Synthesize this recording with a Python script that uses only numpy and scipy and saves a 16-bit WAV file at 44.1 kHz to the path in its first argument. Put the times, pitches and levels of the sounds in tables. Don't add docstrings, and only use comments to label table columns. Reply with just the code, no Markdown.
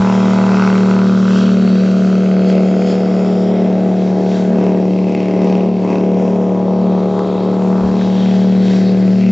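import sys
import numpy as np
from scipy import signal
from scipy.io import wavfile

SR = 44100
rng = np.random.default_rng(int(sys.argv[2]) if len(sys.argv) > 2 else 0)


def dump_mix(stems):
    frames = np.atleast_2d(stems).T
    limited = np.clip(frames, -1, 1)
    pcm = np.round(limited * 32767).astype(np.int16)
    wavfile.write(sys.argv[1], SR, pcm)


def field_ratio(decibels):
    return 10 ** (np.asarray(decibels, dtype=float) / 20)


N = 410571

# place [cycles, 0-1], level_db [dB], crack_db [dB]
BLOW_DOWNS = [
    (.925, -1, 7),
    (.47, -3.5, -9.5),
    (.12, -5.5, -17.5),
    (0.5, -20.5, -10),
    (0.5, -21, -17.5),
]
# time_s [s], share [0-1]
MOUTH_FACING = [(0, 0), (1.5, 0.38), (1.9, 0.72), (2.6, 1), (6.2, 1), (6.8, 0.96), (7.4, 1), (8.2, 0.55),
                (9.31, 0.09)]
# time_s [s], gain_db [dB]
DISTANCE_LOSS = [(0, 0), (1.1, -2.5), (2.4, -3.5), (3.8, -9), (5.4, -12), (6.5, -14.5), (7.8, -9),
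                 (8.3, -7), (9.31, -10)]
# time_s [s], half_length_s [s], jet_swell_db
# [dB], splash_db [dB], splash_hz [Hz]
WATER_SHEETS = [(.2, .25, -1, -41, 3200), (1.4, 0.11, 4, -36.5, 2860), (1.8, 0.47, -1, -43.5, 2850),
                (2.05, 0.053, 0.5, -50, 4300), (2.5, 0.027, 5, -53, 4960), (2.91, 0.049, 5, -42, 4540),
                (3.5, 0.27, 0, -52.5, 3300), (4.0, .1, 1, -47.5, 3500), (4.355, 0.078, 4.5, -42.5, 3850),
                (3.74, 0.14, -3, -45.5, 1650), (4.406, 0.33, 2.5, -43.5, 1570), (5.5, 0.18, 4, -51.5, 3400),
                (5.7, 0.044, -4, -73, 3500), (5.93, 0.082, 4, -58, 3300), (6.26, 0.071, 3, -61, 3500),
                (7.33, 0.22, 0, -45, 3550), (8.02, .06, -1, -40.5, 3750), (8.25, 0.19, -0.5, -39, 3300),
                (8.3, 0.23, 4.5, -45, 1780), (8.72, 0.11, 8.5, -39.5, 3630), (8.75, .2, 0.5, -43, 1900),
                (8.88, 0.054, -1, -38.5, 4200), (9.1, 0.18, 1.5, -46, 4500)]


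def in_time(rows):
    s, *columns = np.transpose(rows)
    return [np.interp(np.arange(N) / SR, s, c) for c in columns]


def swells(rows):
    t, out = np.arange(0, N, 64) / SR, 0
    for s, half_s, *sizes in rows:
        hump = np.exp(-((t - s) / half_s) ** 2)
        out = out + np.outer(sizes, hump)
    return [np.interp(np.arange(N) / SR, t, track) for track in out]


def rms_one(x):
    return x / np.sqrt(np.mean(x ** 2) + 1e-20)


def drift(rate):
    r = np.exp(-80 * np.pi * rate / SR)
    white = rng.standard_normal(N // 40 + 2002)
    slow = signal.lfilter([1], [1, -2 * r, r * r], white)[2000:]
    return np.interp(np.arange(N) / 40, np.arange(len(slow)), rms_one(slow))


def band(x, low_hz, high_hz):
    return signal.sosfilt(signal.butter(2, [low_hz, high_hz], "band", fs=SR, output="sos"), x)


def banded_noise(spectrum, low_hz, count, patchy_db, extra_db):
    edges = low_hz * 2 ** (np.arange(count + 1) / 3)
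    point_hz, point_db = np.transpose(spectrum)
    white, together = rng.standard_normal((2, N)), drift(16.0)
    out, power = 0, 0
    for k, (low, high) in enumerate(zip(edges, edges[1:])):
        hz = np.sqrt(low * high)
        level_db = np.interp(np.log(hz), np.log(point_hz), point_db)
        part = field_ratio(level_db) * band(white[k % 2], low, high)
        power += np.mean(part ** 2)
        flicker_db = patchy_db * (.4 * together + drift(2.3))
        out = out + part * field_ratio(extra_db(hz) + flicker_db)
    return out / np.sqrt(power)


def both_db(a_db, b_db):
    return 10 * np.log10(field_ratio(2 * a_db) + field_ratio(2 * b_db))


def exhaust():
    # time_s [s], rate_hz [cycles/s]
    revs = [(0, 38.3), (.65, 38.1), (1.35, 37.91), (2.05, 37.63), (2.4, 37.51), (2.75, 37.53), (3.8, 37.38),
            (4.5, 37.23), (4.8, 37.18), (5.05, 37.25), (5.5, 37.17), (6.25, 37.2), (6.8, 37.26),
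            (7.1, 37.13), (7.65, 37.49), (8.35, 37.79), (8.7, 37.84), (9.31, 37.9)]
    # time_s [s], edge_hz [Hz], leak_db round the edge [dB], tilt_db [dB/octave]
    shade = [(0, 745, 0, 1), (.4, 730, 2, 1), (.9, 674, 0.5, -1), (1.4, 694, -24, -1), (2.2, 700, -14, 0),
             (2.6, 750, -12, 0), (3.5, 763, -8, 1.5), (4.3, 915, -14, -2), (5, 980, -13, -4),
             (5.5, 1060, -14, -0.5), (6, 1050, -20, -2.5), (6.6, 1090, -19, 0.5), (7.1, 1270, -26, 0),
             (7.9, 1350, -17, -2), (8.3, 905, -30, 1.5), (8.7, 880, -4.5, -6), (9.31, 740, -5, -4)]
    # time_s [s], level_db [dB]
    loudness = [(0.0, -9), (0.02, -11.5), (0.77, -10.5), (2.59, -11), (2.9, -14), (5.03, -14), (5.16, -18),
                (5.5, -12.5), (5.88, -17), (6.12, -14.5), (6.66, -15.5), (6.95, -13.5), (7.26, -19),
                (7.68, -13), (7.98, -14), (8.4, -10.5), (9.21, -10.5), (9.31, -9.5)]
    # time_s [s], half_length_s [s], gain_db [dB]
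    beats = [(.3, .15, 3), (1.5, 0.18, 6), (2.4, 0.24, -4), (3.4, 0.54, 3), (4.2, .12, -3),
             (4.54, 0.063, 7.5), (5.15, 0.077, 7), (5.75, .08, 6), (6.2, 0.37, 2.5), (6.82, 0.087, 4.5),
             (6.98, 0.045, 2), (7.67, 0.08, 1.5), (8.0, 0.15, 4), (8.77, 0.073, -16), (9.0, 0.11, -17.5),
             (9.3, .1, 1.5)]
    # pitch_hz [Hz], density_db [dB per Hz]
    roar_spectrum = [(60, -44), (85, -20.5), (120, -13), (200, 0.5), (300, 2.5), (500, 2.5), (800, -5.5),
                     (1300, -25), (2200, -8.5)]

    rate, = in_time(revs)
    shading = in_time(shade)
    turns = .15 + np.cumsum(rate) / SR
    bark_db, elbow_db, tail_db, crack_db = mouth(shading[0])

    (fifth_db,), (facing,) = in_time(loudness), in_time(MOUTH_FACING)
    third_db = -26 - 9 * facing
    sixth_db = fifth_db - 11 + swells(beats)[0] + 1.5 * drift(6.0)
    low_orders = boom(turns, [third_db, fifth_db, sixth_db])

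    soft = blow_downs(turns, column=1, spread_db=1.5)
    sharp = blow_downs(turns, column=2, spread_db=1.3)
    roar = banded_noise(roar_spectrum, 57.46, count=16, patchy_db=1.5,
                        extra_db=lambda hz: shade_db(hz, *shading))
    gusty_roar = roar * puffs(soft, decay_s=.006, steady=4)
    barking = field_ratio(-4.0) * bark(turns, rate, shading) + field_ratio(-6.5) * gusty_roar

    elbow = field_ratio(elbow_db - 5) * pipe(soft, 800, 1100, hiss_db=-3)
    tail = field_ratio(tail_db - 1) * pipe(soft + .6 * sharp, 1170, 1520, hiss_db=-4)
    spit = rng.standard_normal(N) * puffs(sharp, decay_s=0.0013, steady=.02)
    spit = rms_one(band(spit, 2200, 5800))
    crack = field_ratio(crack_db - 4) * (pipe(sharp, 1970, 2786, hiss_db=6.0) + field_ratio(-11.5) * spit)
    return low_orders + field_ratio(bark_db) * barking + elbow + tail + crack


def boom(turns, levels_db):
    favoured = [
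        (3, .14),
        (5, 0),
        (6, .7),
    ]
    # order [per cycle], level_db [dB]
    faint = [(2, -53.5), (4, -44)]
    out = sum(field_ratio(db) * np.cos(2 * np.pi * k * turns) for k, db in faint)
    for (k, lead), db in zip(favoured, levels_db):
        phase = 2 * np.pi * (k * turns + lead) + 0.051 * drift(1.9)
        out = out + field_ratio(db + .5 * drift(27.0)) * np.cos(phase)
    return np.sqrt(2) * out


def bark(turns, rate, shading):
    # order [per cycle], level_db [dB]
    orders = [(1, -52), (2, -36), (3, -21), (4, -26), (5, 0), (6, -8), (7, -18.5), (8, -12), (9, -18),
              (10, -9.5), (11, -7.5), (12, -29.5), (13, -8), (14, -24.5), (15, -14.5), (16, -23),
              (17, -11.5), (18, -14.5), (19, -21.5), (20, -18.5), (21, -32.5), (22, -18), (23, -37.5),
              (24, -45.5), (25, -33.5), (26, -27.5), (27, -35.5), (28, -22.5), (29, -45), (30, -28.5),
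              (31, -32.5), (32, -38.5), (33, -35.5), (34, -47.5), (35, -34.5), (36, -50.5), (37, -47),
              (38, -47)]
    out, top_db = 0, max(db for k, db in orders if k > 6)
    shiver = turns + .001 * drift(25)
    for k, db in orders[6:]:
        pair = sum(field_ratio(size) * np.exp(-2j * np.pi * k * place) for place, size, _ in BLOW_DOWNS[:2])
        waver_db, waver_rad = 1.4 * drift(2.5), .55 * drift(.8)
        shading_db = shade_db(k * rate, *shading) - shade_db(k * 34.7, 1050, -18, 0)
        phase = 2 * np.pi * k * shiver + np.angle(pair) + 14.7 / k + waver_rad
        out = out + field_ratio(db - top_db + shading_db + waver_db) * np.cos(phase)
    return out


def blow_downs(turns, column, spread_db):
    clicks = np.full(N, 1e-18)
    chance = rng.standard_normal((int(turns[-1]) + 2, len(BLOW_DOWNS), 2))
    for j, row in enumerate(BLOW_DOWNS):
        due = np.arange(len(chance)) + row[0] + 0.00056 * chance[:, j, 0]
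        inside = due < turns[-1]
        at = np.searchsorted(turns, due[inside])
        clicks[at] += field_ratio(row[column] + spread_db * chance[inside, j, 1])
    return clicks


def puffs(clicks, decay_s, steady):
    rush = signal.lfilter([1], [1, -np.exp(-1 / (decay_s * SR))], clicks)
    return rms_one(rms_one(rush) + steady)


def pipe(clicks, low_hz, high_hz, hiss_db):
    blown = band(band(rng.standard_normal(N), low_hz, high_hz), 0.97 * low_hz, 1.13 * high_hz)
    struck = band(band(clicks, low_hz, high_hz), 0.81 * low_hz, 1.13 * high_hz)
    hiss = field_ratio(hiss_db) * rms_one(blown) * puffs(clicks, decay_s=0.0012, steady=1.7)
    return rms_one(rms_one(struck) + hiss)


def mouth(edge_hz):
    # time_s [s], half_length_s [s], bark_db [dB], ring_db [dB], crack_db [dB]
    lifts = [(.4, 0.081, -1, 2, 2), (.65, .15, -2.5, 6.5, 6.5), (1.01, 0.18, 0.5, 4.5, -1.5),
             (1.37, 0.17, 1.5, 5, -4.5), (2.05, 0.17, -1.5, 2, -2.5), (2.55, 0.078, 2.5, -0.5, 7.5),
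             (3.2, .2, 0, 5, 1), (3.48, 0.099, -0.5, -3.5, -7), (4.2, 0.048, 3, -3, -2),
             (8.07, .08, 0, -0.5, 2), (5.75, 0.052, -3.5, -15, -1), (4.65, 0.1, 2.5, 6, 8.5),
             (4.95, 0.13, -1, -3.5, 4.5), (5.18, 0.13, -1, -0.5, 10.5), (5.5, 0.22, 1.5, -1, 11),
             (5.92, 0.094, 1, 8.5, 12.5), (6.15, 0.14, 1, -4, 8.5), (6.99, 0.023, -0.5, 5.5, 3),
             (7.2, 0.04, 1.5, 8, -12), (7.79, 0.091, 0, 6.5, -1), (8.25, 0.067, -2.5, 1.5, 3.5),
             (8.79, 0.17, 0.5, 1, 3.5), (8.95, 0.13, 1.5, -1, 1.5), (9.25, 0.069, -1, 4.5, 11.5)]
    (facing,), (far_db,) = in_time(MOUTH_FACING), in_time(DISTANCE_LOSS)
    bark_lift, ring_lift, crack_lift = swells(lifts)
    elbow_fading_db = -19 - 12 * np.arange(N) / SR
    elbow_db = both_db(elbow_fading_db, -31 + shade_db(980, edge_hz, -24, 0))
    tail_db = both_db(-28 + 2.3 * far_db, -41.5 + shade_db(1400, edge_hz, -31.5, 0))
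    bark_db = -23.5 + 5.5 * facing + bark_lift
    crack_db = -35 + 0.81 * far_db + crack_lift
    return bark_db, elbow_db + ring_lift, tail_db + 1.3 * ring_lift, crack_db


def shade_db(hz, edge_hz, leak_db, tilt_db):
    passed = 1 / (1 + (hz / edge_hz) ** 15.4)
    slope_db = tilt_db * np.log2(np.clip(hz, 200, 900) / 450)
    return 10 * np.log10(passed + field_ratio(2 * leak_db)) + slope_db


def spray():
    # pitch_hz [Hz], density_db [dB per Hz]
    hiss_spectrum = [(700, -8.5), (1100, -13), (1400, -17.5), (1750, -4.5), (2300, -23), (3500, -11),
                     (5000, -13.5), (6500, -17), (7500, -28), (8300, -39)]
    # time_s [s], extra path_ms [ms], strength [0-1]
    mirror = [(0, .66, .1), (1.2, .6, 0), (2, .565, 0.4), (2.7, 0.516, 0.6), (3.5, .475, 0.66),
              (3.7, .46, .1), (3.9, 0.25, .15), (5.2, 0.28, 0.2), (6.4, .24, 0.7), (6.7, .25, 0.2),
              (6.9, 0.39, 0.4), (7.5, 0.33, 0.13), (9.31, 0.48, 0.03)]
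    (far_db,), (jet_lift,) = in_time(DISTANCE_LOSS), swells([row[:3] for row in WATER_SHEETS])
    level_db, splash_db = -39 + far_db + jet_lift, -38 + 0.55 * far_db
    tilt_db = 1.6 + 0.32 * far_db - 0.26 * np.arange(N) / SR
    hiss = banded_noise(hiss_spectrum, 738, count=11, patchy_db=1.56,
                        extra_db=lambda hz: tilt_db * np.log2(max(hz, 2500) / 5000))

    path_ms, strength = in_time(mirror)
    mirrored = np.interp(np.arange(N) - path_ms * SR / 1000, np.arange(N), hiss)
    glance = signal.butter(2, [2400, 7200], "band", fs=SR, output="sos")
    combed = hiss - np.clip(strength, 0, 1) * signal.sosfiltfilt(glance, mirrored)
    splash = rms_one(band(rng.standard_normal(N), 2800, 4200))
    return field_ratio(level_db + 4.0) * combed + field_ratio(splash_db - 9) * splash + sheets()


def sheets():
    t, wet, out = np.arange(N) / SR, rng.standard_normal(N), 0
    for s, half_s, _, db, hz in WATER_SHEETS:
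        hump = np.exp(-((t - s) / half_s) ** 2)
        out = out + field_ratio(db) * hump * rms_one(band(wet, hz / 1.14, hz * 1.14))
    return out


def slap():
    # start_s [s], peak_db [dB], low_hz [Hz], high_hz [Hz]
    knocks = [
        (8.012, -27, 1284, 2030),
    ]
    out, wet = 0, rng.standard_normal(N)
    for s, db, low_hz, high_hz in knocks:
        t = np.arange(N) / SR - s
        decay = (t > 0) * np.exp(-np.abs(t) / 0.0064)
        out = out + field_ratio(db) * decay * rms_one(band(wet, low_hz, high_hz))
    return out


def wind():
    # time_s [s], level_db [dB]
    breeze = [(0, -60), (1, -73.5), (3, -77), (5.5, -63), (7.6, -52.5), (8.4, -56.5), (9.31, -64)]
    # time_s [s], half_length_s [s], gain_db [dB]
    gusts = [(0, 0.089, 14), (.4, .2, 16), (1.2, .25, 8.5), (.67, .06, 17), (1.89, 0.17, 14.5),
             (4.43, 0.086, 8), (5.08, .15, 5), (7.86, 0.075, 21), (8.11, 0.05, 4), (8.58, .1, 11),
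             (8.87, .08, 9), (9.31, .1, 11)]
    # time_s [s], peak_db [dB], pitch_hz [Hz]
    thumps = [
        (7.853, -33, 55),
        (8.06, -35, 80),
    ]
    level_db = in_time(breeze)[0] + swells(gusts)[0]
    mid, side = band(rng.standard_normal((2, N)), 22, 110)
    lumps = field_ratio(level_db + 5 + 1.4 * drift(8.5))
    out = lumps * (rms_one(mid) + field_ratio(-14) * rms_one(side) * [[1], [-1]])
    t, gust = np.arange(N) / SR, rng.standard_normal(N)
    for s, db, hz in thumps:
        hump = np.exp(-((t - s) / .025) ** 2)
        out = out + field_ratio(db) * hump * rms_one(band(gust, .5 * hz, 1.8 * hz))
    return out


def scene():
    # time_s [s], left minus right [dB]
    boat_pan = [
        (0, 0),
        (4, 1),
        (9.31, 1.75),
    ]
    boat = exhaust() + spray() + slap()
    boat = boat + field_ratio(-13) * band(np.roll(boat, round(.00156 * SR)), 1800, 8000)
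    pan_db, = in_time(boat_pan)
    low_scatter = field_ratio(-37) * band(np.roll(boat, 900), 60, 500)
    high_scatter = field_ratio(-22) * band(np.roll(boat, 1400), 2200, 6000)
    direct = boat * field_ratio(pan_db * [[.5], [-.5]])
    return direct + (low_scatter + high_scatter) * [[1], [-1]] + wind()


def band_limit(x):
    return signal.sosfilt(signal.butter(12, 8300, fs=SR, output="sos"), x)


def record(dry):
    rounded = 1.192 * np.tanh(dry / 1.174)
    x = signal.sosfilt(signal.butter(3, 48.0, "high", fs=SR, output="sos"), rounded)
    x = signal.sosfiltfilt(signal.cheby2(10, 25, 8290, fs=SR, output="sos"), x)
    return band_limit(x)


dry = scene()
out = record(dry)
dump_mix(out)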